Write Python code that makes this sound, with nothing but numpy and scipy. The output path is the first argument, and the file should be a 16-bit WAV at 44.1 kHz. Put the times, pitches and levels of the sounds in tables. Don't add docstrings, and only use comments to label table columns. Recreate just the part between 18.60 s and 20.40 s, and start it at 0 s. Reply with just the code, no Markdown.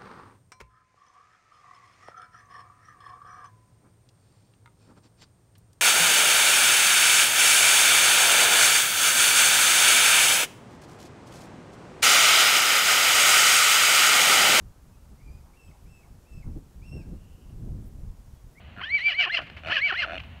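import sys
import numpy as np
from scipy import signal
from scipy.fft import rfft, irfft
from scipy.io import wavfile

SR = 44100
rng = np.random.default_rng(int(sys.argv[2]) if len(sys.argv) > 2 else 0)


def wrap_up_sound(samples):
    columns = np.atleast_2d(samples).T
    tamed = np.clip(columns, -1, 1)
    steps = np.round(tamed * 32767).astype(np.int16)
    wavfile.write(sys.argv[1], SR, steps)


N = 79380
TIME = np.arange(N) / SR


def amp(db):
    return 10 ** (np.asarray(db) / 20)


def unit(x):
    return x / np.sqrt(np.mean(x ** 2) + 1e-20)


def noise():
    return rng.standard_normal(N)


def fader(points):
    return amp(np.interp(TIME, *np.transpose(points)))


def gain_at(curve, hz):
    freq_hz, level_db = np.transpose(curve)
    return amp(np.interp(np.log(hz + 1), np.log(freq_hz), level_db))


def colour(x, curve):
    gains = unit(gain_at(curve, np.fft.rfftfreq(2 * N, 1 / SR)))
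    return irfft(rfft(x, 2 * N) * gains)[:N]


def wobble(hz):
    return unit(irfft(rfft(noise()) / (1 + (np.fft.rfftfreq(N, 1 / SR) / hz) ** 4), N))


def ring(x, hz, width_hz):
    t = TIME[:2048]
    response = t * np.exp(-1.5 * np.pi * width_hz * t) * np.sin(2 * np.pi * hz * t)
    return signal.fftconvolve(x, response / np.linalg.norm(response))[:N]


def burst(start_s, decay_s, rise_s):
    t = np.maximum(TIME - start_s, 0)
    return (1 - np.exp(-t / rise_s)) * np.exp(-t / decay_s)


def follow(gain, amount, pivot_db=-37, fade_below_db=-50):
    pivot = amp(pivot_db)
    return pivot * (gain / pivot + 1e-12) ** amount * np.minimum(gain / amp(fade_below_db), 1)


# freq_hz, level_db
HISS_EQ = [(100, 10), (250, 4), (450, -1), (620, 6.5), (800, 2), (1500, 0), (2300, 0.5), (2900, 4.5),
           (3500, -8), (4200, -10), (5000, -22.5), (7000, -24.5), (10000, -35.5), (15500, -37)]
# freq_hz, level_db
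WIND_EQ = [(20, -42.5), (40, -19), (66, 2), (110, -7), (160, -11.5), (230, -16.5), (350, -30.5),
           (1000, -55.5)]
# time_s, level_db
GUSTS = [(0, -47), (.3, -52.5), (.7, -60), (1.0, -47), (1.3, -54.5), (1.6, -44), (1.8, -47)]
def outdoors(hiss_db=-53):
    hiss = amp(hiss_db + 0.27 * wobble(hz=23)) * colour(noise(), HISS_EQ)
    wind = fader(GUSTS) * unit(colour(noise(), WIND_EQ))
    return hiss + wind


# freq_hz, width_hz, level_db
RATTLE_MODES = [(295, 80, -10), (655, 110, 3.5), (1410, 240, 4.5), (1780, 300, -4.5), (2500, 290, 1.5),
                (2900, 160, -3.5), (3500, 190, -9.5), (4270, 160, -14), (5750, 600, -24), (8600, 1000, -35)]
# start_s, length_s, rate_hz, first_db, middle_db, last_db, treble_db, chest_db
RATTLES = [(0.164, 0.045, 100, -48.5, -43, -40.5, -8.5, -8), (0.788, 0.044, 62.7, -38, -40, -45, -9, 0),
           (1.035, 0.088, 80, -44, -34.5, -32.5, 2.5, 3), (1.449, 0.037, 78, -43, -38.5, -42.5, -0.5, 5.5),
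           (1.484, .046, 84, -39, -36, -34.5, -3, -0.5), (1.5327, 0.045, 93, -35.5, -34.5, -38.5, 4.5, 7)]
def rattle(start_s, length_s, rate_hz, first_db, middle_db, last_db, treble_db, chest_db):
    rise_s, decay_s, steady_air, puff_mix = .0004, .0024, .15, .42
    t = TIME - start_s
    gate = (t >= 0) & (t < length_s)
    flap_age = t % (1 / rate_hz)
    flaps = np.minimum(flap_age / rise_s, 1) * np.exp(-flap_age / decay_s)
    puffs = (flaps + steady_air) * noise() * gate
    clicks = 1. * (np.diff(flap_age, prepend=0) < 0) * gate
    drive = puff_mix * unit(puffs) + (1 - puff_mix) * unit(clicks)
    throat = 0
    for k, (hz, width_hz, db) in enumerate(RATTLE_MODES):
        shelf_db = treble_db * (hz > 2200) + chest_db * (hz < 1000)
        throat += (-1) ** k * amp(db + shelf_db) * ring(drive, hz, width_hz)
    level_db = np.interp(t, [0, length_s / 2, length_s], [first_db, middle_db, last_db])
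    return unit(throat) * np.sqrt(gate.mean()) * amp(level_db)


# freq_hz, level_db
SCUFF_EQ = [(150, -13.5), (700, 0), (1700, 6.5), (2800, 8.5), (3500, -6.5), (4300, -6.5), (6500, -24.5),
            (15000, -43)]
# freq_hz, level_db
THUD_EQ = [(25, -27), (60, -14), (90, 1), (150, -5), (250, -11.5), (450, -20.5), (1500, -56)]
# start_s, scuff_db, thud_db, scuff_decay_s, scuff_rise_s
STEPS = [(0.173, -55, -40, 0.06, .003), (0.813, -38.5, -40, 0.016, 0.0017),
         (0.864, -42.5, -76, 0.016, .004), (0.8992, -34, -45.5, 0.0021, 0.0004),
         (0.964, -31.5, -50, 0.014, .015), (1.062, -33.5, -36.5, 0.05, .01), (1.519, -40, -49, 0.02, .01),
         (1.593, -38, -68, 0.011, 0.0027), (1.635, -44, -57, 0.0073, 0.00064)]
def hoofs():
    scuff = thud = 0
    for start_s, scuff_db, thud_db, scuff_decay_s, scuff_rise_s in STEPS:
        scuff += amp(scuff_db) * burst(start_s, scuff_decay_s, scuff_rise_s)
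        thud += amp(thud_db) * burst(start_s, decay_s=0.034, rise_s=0.0016)
    return scuff * colour(noise(), SCUFF_EQ) + thud * colour(noise(), THUD_EQ)


# freq_hz, level_db
THROAT_EQ = [(200, -34), (350, -27), (480, -30.5), (690, -22), (1050, -19), (1400, -24.5), (1750, -3),
             (2100, -15.5), (2450, -7), (2800, -4.5), (3080, -2.5), (3300, -27.5), (3650, -26), (4200, -33),
             (4750, -20), (5300, -35.5), (5850, -39.5), (6400, -47), (7700, -50.5), (8500, -51.5),
             (9200, -56), (9950, -54.5), (10800, -59.5), (15000, -54.5)]
def low_voice(pitch_hz, phase, gain, body_db):
    trough_hz, trough_width_hz, trough_lift_db = 360, 70, 12.5
    body_hz, blur_hz = 1500, 4000
    trough = np.exp(-((pitch_hz - trough_hz) / trough_width_hz) ** 2)
    body_gain = follow(gain, 0.98) * amp(body_db + trough_lift_db * trough)
    blur = wobble(hz=350)
    voice = 0
    for k in range(1, 12):
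        hz = k * pitch_hz
        in_body = 1 / (1 + (hz / body_hz) ** 8)
        level = (in_body * body_gain + (1 - in_body) * gain) * gain_at(THROAT_EQ, hz)
        voice += level * np.sin(k * phase + (hz / blur_hz) ** 3 * blur + rng.uniform(0, 2 * np.pi))
    return voice


def sidebands(high_hz, high_phase, low_hz, low_phase):
    return sum(gain_at(THROAT_EQ, k * high_hz + m * low_hz) * np.sin(k * high_phase + m * low_phase)
               for k in (1, 2) for m in (-1, 1))


# freq_hz, level_db
RASP_EQ = [(200, -34), (450, -38), (650, -19.5), (900, -15), (1600, 0), (2100, 1.5), (2500, 10.5),
           (3050, 7), (3350, -4), (3700, -14.5), (4200, -2), (4900, -19), (5400, -20.5), (5850, -22),
           (6600, -39), (7800, -48.5), (8500, -35.5), (9200, -42.5), (9900, -35.5), (10700, -48.5),
           (12000, -47), (16000, -56)]
def rasp(phase, gain):
    return amp(-10.5) * follow(gain, 1) * colour(noise() * (1 + np.cos(phase)), RASP_EQ)


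# freq_hz, level_db
OVERTONE_EQ = [(2100, -7.5), (2700, -17.5), (3050, -1.5), (3350, -7), (3700, -24.5), (4150, -5.5),
               (4450, -27.5), (4700, -16), (5200, -35.5), (5800, -20.5), (6500, -43.5), (7000, -45.5),
               (7500, -47.5), (8450, -30.5), (9100, -53), (10000, -46)]
# time_s, level_db
SQUEAL = [(.245, 6), (.285, 0)]
def whistle(pitch_hz, phase, gain, rough):
    upper = amp(-5.5 - 9.5 * rough)
    overtones = sum(weight * gain_at(OVERTONE_EQ, k * pitch_hz) * np.sin(k * phase)
                    for k, weight in [(2, 1), (3, upper), (4, upper)])
    tone = gain * np.sin(phase) + follow(gain, 0.53) * fader(SQUEAL) * overtones
    return tone * (1 + (.05 + .3 * rough) * wobble(hz=130))


# freq_hz, level_db
AIR_EQ = [(300, -24), (1200, -7), (2000, 3), (2950, 18.5), (3500, 3), (4400, 0), (5500, -10), (7000, -16),
          (7900, -26.5), (8500, -19.5), (9200, -25), (9950, -18.5), (10700, -29.5), (12000, -28),
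          (16000, -40.5)]
def air(gain):
    return amp(-17.5) * follow(gain, 0.22) * colour(noise(), AIR_EQ)


def flutter(rough, rate_hz=78, spread=.35):
    turns = np.cumsum(rate_hz * (1 + spread * wobble(rate_hz))) / SR
    depth = .24 * rough
    return (1 + depth * np.cos(2 * np.pi * turns)) / np.sqrt(1 + depth ** 2 / 2)


def contour(points, glide_s=0.0057, fade_s=0.007):
    time_s, pitch_hz, level_db = np.transpose(points)
    window = np.hanning(int(2 * glide_s * SR))
    bend_hz = np.interp(TIME, time_s, pitch_hz) - pitch_hz[0]
    glide_hz = pitch_hz[0] + signal.fftconvolve(bend_hz, window / window.sum(), "same")
    gate = np.clip(np.minimum(TIME - time_s[0], time_s[-1] - TIME) / fade_s + 1, 0, 1)
    return glide_hz, gate * amp(np.interp(TIME, time_s, level_db))


# time_s, pitch_hz, level_db
WHISTLE_ARCHES = [
    [(.215, 1003, -40), (.236, 1522, -39), (.261, 1766, -37.5), (.281, 1790, -38), (.301, 2034, -33.5),
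     (.325, 2275, -27), (.35, 2311, -18), (.371, 2291, -24), (.391, 1877, -36.5), (.41, 2000, -32.5),
     (.436, 2305, -32), (.468, 2345, -17), (.491, 2330, -22.5), (.507, 2034, -35), (.525, 1654, -41),
     (.546, 2015, -33), (.571, 2285, -33.5), (.596, 2316, -19.5), (.617, 2310, -23.5), (.635, 2095, -38.5),
     (.65, 1627, -35), (.664, 1141, -38.5), (.675, 1030, -46), (.685, 1142, -62), (.7, 1625, -27),
     (.721, 2055, -34), (.742, 2129, -25.5), (.76, 2045, -35), (.776, 1736, -37.5), (.8, 1087, -45)],
    [(1.11, 1266, -35.5), (1.124, 1632, -26.5), (1.137, 1845, -29.5), (1.152, 1963, -45),
     (1.169, 1754, -26.5), (1.183, 1539, -27.5), (1.203, 1821, -36.5), (1.226, 2205, -24),
     (1.25, 2330, -20), (1.275, 2242, -24.5), (1.293, 1929, -42.5), (1.305, 1621, -21.5),
     (1.318, 1261, -37.5), (1.329, 1071, -51), (1.346, 1460, -29.5), (1.368, 1905, -33),
     (1.383, 2127, -31.5), (1.398, 2126, -25.5), (1.42, 2015, -44), (1.438, 1524, -25.5),
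     (1.453, 1235, -36)],
]
# time_s, pitch_hz, level_db
VOICE_ARCHES = [
    [(.21, 360.3, -40), (.238, 503.5, -37), (.275, 600, -40.5), (.315, 743.3, -59), (.35, 780, -37),
     (.372, 750.5, -51.5), (.392, 615, -36), (.44, 760.1, -56.5), (.465, 765.6, -38), (.485, 768, -33),
     (.503, 728, -27), (.525, 555.3, -29), (.545, 643.3, -40.5), (.572, 770.2, -47.5), (.595, 751.3, -27),
     (.615, 715.2, -19.5), (.634, 643, -24.5), (.653, 520.3, -26), (.665, 372.3, -38.5), (.676, 346.4, -35),
     (.688, 399.5, -35.5), (.712, 645.3, -54.5), (.728, 704.8, -34), (.749, 684.7, -23),
     (.764, 657.1, -26.5), (.778, 569.9, -21.5), (.802, 371.6, -40)],
    [(1.102, 412.7, -35.5), (1.124, 567.9, -23.5), (1.138, 647.2, -26), (1.158, 655, -25.5),
     (1.182, 518.4, -25), (1.198, 563.4, -32), (1.218, 701.4, -49.5), (1.245, 770, -39.5),
     (1.272, 725, -32), (1.298, 596, -27), (1.316, 411.4, -38), (1.329, 352.7, -33.5), (1.35, 517.3, -37.5),
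     (1.37, 662.8, -40), (1.396, 718.7, -31), (1.417, 653.5, -29), (1.431, 563, -23), (1.455, 420, -40)],
]
# time_s, level_db
BREATH_RIDE = [(.24, -6), (.34, -2.5), (.385, 9.5), (.47, 7), (.52, 0), (1.45, 4)]
def whinny(whistle_points, voice_points, body_db):
    clean_hz, rough_hz, breathy_below_db = 2280, 1350, -36
    high_hz, high_gain = contour(whistle_points)
    low_hz, low_gain = contour(voice_points)
    rough = np.clip((clean_hz - high_hz) / (clean_hz - rough_hz), 0, 1)
    jitter = wobble(hz=240)
    high_phase = 2 * np.pi * np.cumsum(high_hz * (1 + (.003 + .009 * rough) * jitter)) / SR
    low_phase = 2 * np.pi * np.cumsum(low_hz * (1 + .007 * (1 + rough) * jitter)) / SR
    high = whistle(high_hz, high_phase, high_gain, rough)
    low = amp(-.5) * low_voice(low_hz, low_phase, low_gain, body_db)
    low += amp(-5) * low_gain * sidebands(high_hz, high_phase, low_hz, low_phase)
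    low *= 1 + .2 * wobble(hz=130)
    voiced = np.minimum(low_gain / amp(breathy_below_db), 1)
    breath = (rasp(low_phase, low_gain) + air(high_gain)) * fader(BREATH_RIDE)
    call = flutter(rough) * (np.sqrt(2) * (high + voiced * low) + breath)
    nose = amp(-29) * ring(call, hz=3020, width_hz=89)
    return call + nose


def paddock_echo(x, level_db=-22.5, t60_s=0.76, predelay_s=0.047, taps_per_s=1500):
    taps = noise() * (rng.random(N) < taps_per_s / SR)
    taps *= (TIME > predelay_s) * amp(-60 * TIME / t60_s)
    return amp(level_db) * signal.fftconvolve(x, taps / np.linalg.norm(taps))[:N]


# start_s, level_db, centre_hz
SNORTS = [(1.5794, -23.5, 2727), (1.601, -31.5, 2700)]
def snorts():
    return sum(amp(db) * ring(noise() * burst(start_s, decay_s=0.0025, rise_s=0.00018), hz, width_hz=480)
               for start_s, db, hz in SNORTS)


def scene():
    horse = whinny(WHISTLE_ARCHES[0], VOICE_ARCHES[0], body_db=2.5)
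    horse += whinny(WHISTLE_ARCHES[1], VOICE_ARCHES[1], body_db=5.5)
    horse += sum(rattle(*run) for run in RATTLES) + snorts() + hoofs()
    return (horse + paddock_echo(horse) + outdoors())[None]


def record(dry, cutoff_hz=15750):
    lowpass = signal.firwin(511, cutoff_hz, window=("kaiser", 9), fs=SR)
    return signal.oaconvolve(dry, lowpass[None], "same")


dry = scene()
out = record(dry)
wrap_up_sound(out)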